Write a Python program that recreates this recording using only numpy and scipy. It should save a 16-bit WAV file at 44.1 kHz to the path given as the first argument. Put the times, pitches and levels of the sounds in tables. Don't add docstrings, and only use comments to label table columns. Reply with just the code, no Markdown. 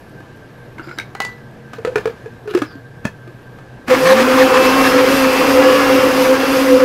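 import sys
import numpy as np
from scipy import signal
from scipy.fft import rfft, irfft, next_fast_len
from scipy.io import wavfile
from scipy.ndimage import uniform_filter1d, map_coordinates

SR = 44100
rng = np.random.default_rng(int(sys.argv[2]) if len(sys.argv) > 2 else 0)


def bounce(signal):
    frames = np.transpose(np.atleast_2d(signal))
    limited = np.clip(frames, -1, 1)
    pcm = np.round(limited * 32767).astype(np.int16)
    wavfile.write(sys.argv[1], SR, pcm)


N = 301864
T = np.arange(SR // 3) / SR


def amp(db):
    return 10 ** (np.asarray(db) / 20)


def unit(x):
    return x / np.sqrt(np.mean(x ** 2) + 1e-20)


def along(points, hz):
    f, values = np.transpose(points)
    return np.interp(np.log(hz + 1), np.log(f + 1), values)


def curves(rows):
    s, *cols = np.transpose(rows)
    t = np.arange(N) / SR
    gate = np.clip(np.minimum(t - s[0], s[-1] + 0.0096 - t) / 0.0037, 0, 1)
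    return [np.interp(t, s, c) for c in cols] + [gate]


def spell(start, length, edge=0.024):
    t = np.arange(N) / SR - start
    return np.clip(np.minimum(t, length - t) / edge, 0, 1) ** 2


def wobble(rate):
    knots = rng.standard_normal(int(N * rate / SR) + 4)
    return map_coordinates(knots, [np.arange(N) * rate / SR])


def filtered(x, response):
    m = next_fast_len(N + SR // 2)
    return irfft(rfft(x, m) * response(np.fft.rfftfreq(m, 1 / SR)), m)[:N]


def coloured(x, points):
    return filtered(x, lambda f: amp(along(points, f)))


def mode(f, hz, width_hz):
    return 1j * f * width_hz / (hz * hz - f * f + 1j * f * width_hz + 1e-9)


def patchy(patchy_db, size=(512, 6, 8)):
    z = signal.stft(rng.standard_normal(N + size[0]), nperseg=size[0])[2]
    field = uniform_filter1d(rng.standard_normal(z.shape), size[1], 0)
    field = uniform_filter1d(field, size[2], 1)
    return signal.istft(z * amp(patchy_db * unit(field)), nperseg=size[0])[1][:N]


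def tone(hz, jitter_hz, rate):
    return np.sqrt(2) * np.sin(2 * np.pi * np.cumsum(hz + jitter_hz * wobble(rate)) / SR)


def ring(modes, push=0.00066, hardness_db=0, scatter=0.016, spread_db=5.0):
    hz, db, t60 = np.transpose(modes)[:, :, None]
    db = db + rng.normal(0, spread_db, hz.shape)
    db = db + hardness_db * np.log2(hz / 1500)
    hz = hz * (1 + rng.normal(0, scatter, hz.shape))
    decay = amp(db - 60 * T / t60)
    onset = 1 - np.exp(-T / max(push, .0002))
    return (decay * np.sin(2 * np.pi * hz * T)).sum(0) * onset


def crack(t60, push=0.00028):
    return rng.standard_normal(len(T)) * amp(-60 * T / t60) * (1 - np.exp(-T / max(push, .0001)))


def add(track, s, sound):
    track[round(s * SR):][:len(sound)] += sound


def outdoor_air():
    # frequency in Hz, relative density in dB.
    air_colour = [(20, -12), (60, -9), (150, -6), (300, -6), (480, -9), (700, -12), (1500, -20.5),
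                  (2300, -25), (5000, -34.5), (10000, -45.5), (15500, -60)]
    # time in seconds, level in dB before a slight wobble.
    air_level = [(0.0, -40.5), (1.78, -41.5), (1.94, -35), (2.21, -39.5), (2.62, -44), (2.75, -42.5),
                 (3.8, -41)]
    air_db, _ = curves(air_level)
    return amp(air_db + 0.092 * wobble(9.7)) * unit(coloured(patchy(1), air_colour))


def far_machine():
    # centre in Hz, width of the resonance in Hz, level in dB.
    far_bands = [(124.5, 32, -42), (477, 8.7, -52.5), (1571, 28, -51), (1689, 120, -54.5)]
    total = np.zeros(N)
    for hz, width_hz, db in far_bands:
        band = filtered(rng.standard_normal(N), lambda f: mode(f, hz, width_hz) ** 2)
        total += amp(db) * unit(band)
    return total


def rustle():
    # frequency in Hz, relative density in dB.
    rustle_colour = [(5000, -30), (8000, -8), (12000, 6), (14000, -5), (15700, -14)]
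    level_db, ticks_per_s, tick_db = -69, 12, 22
    ticks = (rng.random(N) < ticks_per_s / SR) * rng.standard_normal(N) * amp(tick_db)
    ticks = signal.fftconvolve(ticks, crack(.003)[:400])[:N]
    hiss = coloured(patchy(2.2), rustle_colour)
    swelling_hiss = amp(1.33 * wobble(5)) * hiss
    return amp(level_db) * (swelling_hiss + coloured(ticks, rustle_colour)) / np.std(hiss)


def jar_knocks(rings, clatter, cracks):
    # start in seconds, strength in dB, air note in Hz, clatter in dB over the strength,
    # crack in dB over the strength, rise of the push in seconds.
    rim_knocks, lid_pats, motor_jolts = [(0.202, -22.5, 300, -12, -20, .004),
                                         (1.732, -24, 223, 5.5, -12, 0.0048),
                                         (1.783, -9.5, 452, -16, -31, 0.0076),
                                         (1.849, -7.5, 470, -6, -40, 0.00027),
                                         (1.872, -1.5, 491, -16.5, -38, 0.0048),
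                                         (1.899, -10, 485, -30, -34, 0.0045),
                                         (1.957, -2.5, 432, -7, -21, 0.0014),
                                         (1.979, -13.5, 470, -1, -21, 0.0046),
                                         (2.056, -5, 456, -12, -22, 0.00076),
                                         (2.072, -4, 457, -13.5, -35, 0.0061),
                                         (2.258, -16, 455, -15, -32, 0.0024),
                                         (2.455, -14, 417, -20, -30, .012),
                                         (2.474, -4, 425, -13, -21, 0.015),
                                         (2.509, -13.5, 382, -15, -10, 0.0047),
                                         (2.537, -19, 395, -1, -15, 0.003),
                                         (2.549, 1.5, 355, -15, -19, .0015),
                                         (2.573, -9.5, 462, -4, -16, 0.0025),
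                                         (2.588, -24, 417, -7, 4, .006),
                                         (2.618, -4, 300, -6.5, -30, 0.0024),
                                         (2.753, -20, 270, -19, -24, .0027)], [(2.97, -20, 132, -24, -28, 0.0071),
                                                         (3.044, -16, 200, -10, -18, 0.0059),
                                                         (3.052, -7, 207, -4.5, -13.5, 0.00053),
                                                         (3.274, -23, 335, -9, -32, 0.0027),
                                                         (3.585, -34.5, 124, 3.5, -6, .006)], [(3.881, -10, 253, -3.5, -10, 0.002),
                                                                       (3.901, -8, 525, -5, -21, 0.0015),
                                                                       (3.956, -2, 262, -15, -30, 0.022)]
    # frequency in Hz, relative level in dB, decay by 60 dB in seconds.
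    wall_modes = [(750, -2, 0.038), (990, -10, 0.022), (1245, 1.5, 0.033), (1464, 0, 0.032),
                  (1710, 1.5, 0.04), (2400, -0.5, 0.018), (2500, -13, 0.027)]
    # blows, counter thud in dB, wall ring in dB, decay of the jar's air in seconds.
    for rows, thud_db, wall_db, t60 in [
            (rim_knocks, -18, -9, .062), (lid_pats, -5, -10, .06), (motor_jolts, -18, -6, .14)]:
        for s, db, hz, clatter_db, crack_db, push in rows:
            air_modes = [(hz, 0, t60), (150, thud_db, .05), (620, -14, .025)]
            air = amp(db) * ring(air_modes, push, scatter=0.0095, spread_db=0.5)
            wall = amp(db + clatter_db + wall_db) * ring(wall_modes, push / 2, scatter=0.019)
            add(rings, s, air + wall)
            add(clatter, s, amp(db + clatter_db) * crack(0.046, push / 2))
            add(cracks, s, amp(db + crack_db) * crack(0.017, push / 3))


def lid_taps(rings, clatter, cracks):
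    # start in seconds, strength in dB, hardness in dB per octave.
    counter_taps = [(.782, -18.5, -9), (.795, -20, -8), (.872, -28, -14), (.884, -25, -8),
                    (.892, -18.5, -7), (0.912, -21.5, -3), (.977, -21, -8), (0.986, -10.5, 5),
                    (0.998, -20, 6)]
    # frequency in Hz, relative level in dB, decay by 60 dB in seconds.
    lid_modes = [(326, -13.5, 0.082), (1000, -4, 0.03), (1352, 13.5, 0.022), (1514, 3.5, 0.045),
                 (2150, 9.5, 0.016), (2720, -3, 0.022), (3860, -9, 0.026), (6060, -29, .03)]
    crack_db, crack_grows = -15.5, 2.4
    for s, db, hardness_db in counter_taps:
        struck = ring(lid_modes, hardness_db=hardness_db, push=0.0015, scatter=0.031)
        add(rings, s, amp(db - 13.5) * struck)
        add(clatter, s, amp(db - 9) * crack(0.045, 0.002))
        add(cracks, s, amp(db + crack_db + crack_grows * hardness_db) * crack(0.01))


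def bowl_clinks(rings, clatter, cracks):
    # start in seconds, strength in dB, ring in dB over the strength,
    # crack in dB over the strength, hardness in dB per octave.
    bowl_hits = [(1.15, -19.5, -12, -38, -3.5), (1.202, -9.5, -9.5, -7, -0.5), (1.219, -24, -29, 0, -2),
                 (1.249, -19.5, -13, -1.5, 6)]
    # frequency in Hz, relative level in dB, decay by 60 dB in seconds.
    bowl_modes = [(794, 5.5, 0.055), (1980, -3, 0.29), (2880, -8.5, 0.045), (3216, -26, 0.31),
                  (4060, -18, 0.091), (4660, -12, 0.053), (6050, -29, 0.22), (7050, -31, .06),
                  (7424, -33, 0.11)]
    for s, db, ring_db, crack_db, hardness_db in bowl_hits:
        struck = ring(bowl_modes, hardness_db=hardness_db, scatter=0.0002, spread_db=3.5)
        add(rings, s, amp(db + ring_db) * struck)
        add(clatter, s, amp(db + 2.5) * crack(0.029))
        add(cracks, s, amp(db + crack_db) * crack(0.029))


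def rubbing():
    # start in seconds, length in seconds, level in dB.
    slides = [(.76, 0.26, -50), (.95, 0.056, -48), (1.0, .13, -50), (1.187, 0.22, -46.5),
              (1.715, 0.081, -41.5), (1.96, 0.17, -47), (2.468, 0.14, -39), (2.58, 0.18, -48)]
    # frequency in Hz, relative density in dB.
    rub_colour = [(300, -18), (1400, 11), (2900, -6), (4000, -2), (4900, -8), (5900, -14), (7300, -22),
                  (8200, -31), (12000, -15), (15500, -26)]
    grit = unit(coloured(patchy(2.9) * amp(4.1 * wobble(78)), rub_colour))
    return sum(amp(db) * spell(s, length) for s, length, db in slides) * grit


def handling():
    rings, clatter, cracks = np.zeros((3, N + SR))
    jar_knocks(rings, clatter, cracks)
    lid_taps(rings, clatter, cracks)
    bowl_clinks(rings, clatter, cracks)
    clatter = amp(7) * filtered(clatter[:N], lambda f: mode(f, 740, 1110) / (1 + 1j * f / 3500))
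    cracks = amp(4.5) * filtered(cracks[:N], lambda f: mode(f, 3000, 4600) ** 2)
    contacts = filtered(rings[:N] + clatter + cracks, lambda f: (1j * f / (70 + 1j * f)) ** 2)
    return contacts + rubbing()


def porch(x):
    hz, t, z = signal.stft(rng.standard_normal(SR // 2), SR, nperseg=256)
    t60 = along([(200, 0.1), (2000, 0.16), (10000, 0.14)], hz)[:, None]
    tail = signal.istft(z * amp(-60 * t / t60), SR, nperseg=256)[1]
    return signal.fftconvolve(np.pad(x, (500, 0)), tail / np.linalg.norm(tail))[:N]


def slow_noise():
    return unit(filtered(rng.standard_normal(N), lambda f: 1 / (1 + (f / 250) ** 2)))


def swishes():
    # start in seconds, length in seconds, first pitch in Hz, last pitch in Hz, level in dB.
    swish_rows = [(.81, .17, 4720, 5140, -55), (.82, 0.17, 7200, 7400, -64), (2.627, .13, 5300, 4500, -53),
                  (3.714, .08, 2690, 2730, -61)]
    total = np.zeros(N)
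    for s, length, first_hz, last_hz, db in swish_rows:
        pitch = np.interp(np.arange(N) / SR, [s, s + length], [first_hz, last_hz])
        phase = 2 * np.pi * np.cumsum(pitch) / SR
        band = slow_noise() * np.sin(phase) + slow_noise() * np.cos(phase)
        total += amp(db) * spell(s, length, edge=.02) * band
    return total


def thin_drone():
    # time in seconds, level in dB.
    drone_level = [(.85, -51), (1.25, -48), (1.8, -45.5)]
    db, gate = curves(drone_level)
    return gate * amp(db) * tone(219, 0.65, 5.8)


def churn(turn):
    # time in seconds, chopping level in dB, fan level in dB before its wobble.
    churn_level = [(3.86, -60, -62), (3.88, -26.5, -41), (3.91, -14, -27.5), (3.95, -13.5, -32),
                   (4.0, -17.5, -25), (4.3, -14.5, -27), (4.5, -14.5, -27), (4.76, -14, -25),
                   (5.05, -14.5, -27), (5.2, -15.5, -23), (5.42, -15, -25), (5.8, -14, -24.5),
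                   (6.25, -16.5, -25.5), (6.37, -16.5, -28.5), (6.59, -18, -25.5), (6.84, -18.5, -29)]
    # frequency in Hz, relative density in dB.
    food_colour, fan_colour = [(25, -31), (80, -13.5), (190, -10.5), (300, -1.5), (420, -1.5), (600, -6),
                               (1030, -6), (1500, -7), (2540, -8.5), (3800, -19), (5000, -17.5),
                               (9000, -32.5)], [(2060, 7), (3500, 6), (3820, 1), (4910, 6), (7550, -4.5),
                                             (12300, -1), (13900, -3.5), (15600, -23)]
    # centre in Hz, width in Hz, gain in dB over the food's spectrum.
    jar_modes = [(261, 20, 9), (488, 34, 7.5), (777, 28, 4), (1035, 150, 1), (1240, 210, -3),
                 (2330, 21, -20), (2640, 27, -43), (4750, 400, -43)]
    chop_db, fan_db, on = curves(churn_level)
    blades = 1 + 0.13 * np.sin(turn)
    unevenness = amp(0.26 * wobble(30) + 0.22 * wobble(150) + 0.3 * wobble(16))
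    lumps = patchy(1.8) * blades * unevenness
    lumps = lumps + amp(-3) * patchy(3.46, size=(1024, 2, 9))

    def jar(f):
        resonances = sum(amp(db) * mode(f, hz, width_hz) for hz, width_hz, db in jar_modes)
        return amp(along(food_colour, f)) * (1 + resonances)

    food = amp(chop_db) * unit(filtered(lumps, jar))
    fan_gain = amp(fan_db + 0.34 * wobble(25) + 1.4 * wobble(11))
    fan = fan_gain * unit(coloured(patchy(1) * blades, fan_colour))
    return on * (food + fan)


def howl():
    # time in seconds, level in dB before the wobble.
    howl_level = [(3.89, -42), (3.91, -11), (3.94, -8), (3.955, -27.5), (4.0, -20), (4.13, -7), (4.25, -21),
                  (4.28, -11), (4.51, -13), (4.8, -15.5), (4.85, -30), (4.89, -15.5), (5.09, -11.5),
                  (5.14, -28), (5.32, -10.5), (5.47, -16.5), (5.67, -7.5), (5.84, -17.5), (6.16, -11.5),
                  (6.3, -14.5), (6.35, -9), (6.52, -19), (6.72, -8.5), (6.84, -8.5)]
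    howl_db, on = curves(howl_level)
    centre_hz = 515.7 + 4 * wobble(6)
    return on * amp(howl_db) * (1 + .45 * wobble(24)) * tone(centre_hz, 5.8, 45)


def flung_chunks():
    # start in seconds, length in seconds, level in dB.
    chunk_bursts = [(3.929, 0.035, -17.5), (4.045, 0.098, -13.5), (4.156, 0.086, -16.5),
                    (4.373, 0.074, -13.5), (4.529, .06, -14.5), (4.625, .05, -17), (4.83, 0.058, -15),
                    (4.969, 0.0492, -15.5), (5.102, .05, -24), (5.229, .04, -19), (5.497, 0.047, -21),
                    (6.237, 0.041, -23), (6.322, 0.046, -23)]
    # centre in Hz, width of the resonance in Hz, relative level in dB.
    rattle_bands = [(1090, 470, 5.5), (1775, 450, 4), (2120, 890, -2), (3160, 2500, -12)]

    def bands(f):
        return sum(amp(db) * mode(f, hz, width_hz) ** 2 for hz, width_hz, db in rattle_bands)

    rattle = unit(filtered(patchy(2.5) * amp(wobble(120)), bands))
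    return sum(amp(db) * spell(s, length, edge=0.012) for s, length, db in chunk_bursts) * rattle


def shaft_tones(turn, shake_db, spinning):
    whine_of, order_of = (4, 6, 10, 19), (2, 5, 7, 8, 18)
    whine_db, order_db = [-43, -41, -37.5, -60], [-24.5, -51, -102, -65, -46]
    # start in seconds, length in seconds,
    # gain in dB added to the usual gain.
    flares = [
        [(4.34, 0.074, -19), (4.5, 0.23, -27), (4.67, 0.18, -20.5), (5.6, 0.24, -26)],
        [(4.5, .5, -34.5), (5.05, .2, -41), (5.6, .3, -28.5), (6.3, 0.11, -27)],
        [(4.5, 0.428, -31.5), (5.05, 0.48, -34), (5.5, 0.792, -37), (6.42, 0.15, -66)],
        [(4.7, .3, -37), (5.75, .3, -39), (6.32, .12, -49)],
    ]
    gains = []
    for usual_db, rows in zip(whine_db, flares):
        flare = sum(amp(db) * spell(s, length, edge=0.037) for s, length, db in rows)
        gains.append(amp(usual_db) + flare)
    gains += list(amp(order_db))
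    orders = np.zeros(N)
    for k, gain in zip(list(whine_of) + list(order_of), gains):
        orders += gain * amp(2.5 * wobble(14)) * np.sin(k * turn)
    orders *= spell(4.3, N / SR, edge=0.046)
    load = 1 + 0.47 * wobble(22)
    shake = amp(shake_db) * (load * np.sin(turn) + 0.46 * wobble(22) * np.cos(turn))
    return spinning * np.sqrt(2) * (shake + orders)


def blender():
    # time in seconds, turns per second before a slight wobble, once-a-turn shake in dB.
    shaft_speed = [(4.0, 132, -30), (4.08, 185, -28.5), (4.17, 226, -20), (4.26, 253, -19), (4.4, 270, -15),
                   (4.6, 262, -18), (5.0, 276, -18), (5.35, 263, -19), (5.6, 279, -20), (5.76, 283, -20),
                   (5.9, 276, -18.5), (6.1, 277, -22.5), (6.3, 266, -19.5), (6.84, 275, -17.5)]
    turns, shake_db, spinning = curves(shaft_speed)
    turn = 2 * np.pi * np.cumsum(turns + 0.814 * wobble(30)) / SR
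    return churn(turn) + howl() + flung_chunks() + shaft_tones(turn, shake_db, spinning)


def scene():
    behind = outdoor_air() + far_machine() + rustle() + thin_drone()
    hands = handling() + swishes()
    return (behind + hands + amp(-7.5) * porch(hands) + blender())[None]


def record(dry):
    top_hz = 15752
    soft = dry[0] / (1 + np.abs(dry[0]) ** 8) ** (1 / 8)
    return filtered(soft, lambda hz: np.clip((top_hz + 40 - hz) / 120, 0, 1) ** 2)[None]


dry = scene()
out = record(dry)
bounce(out)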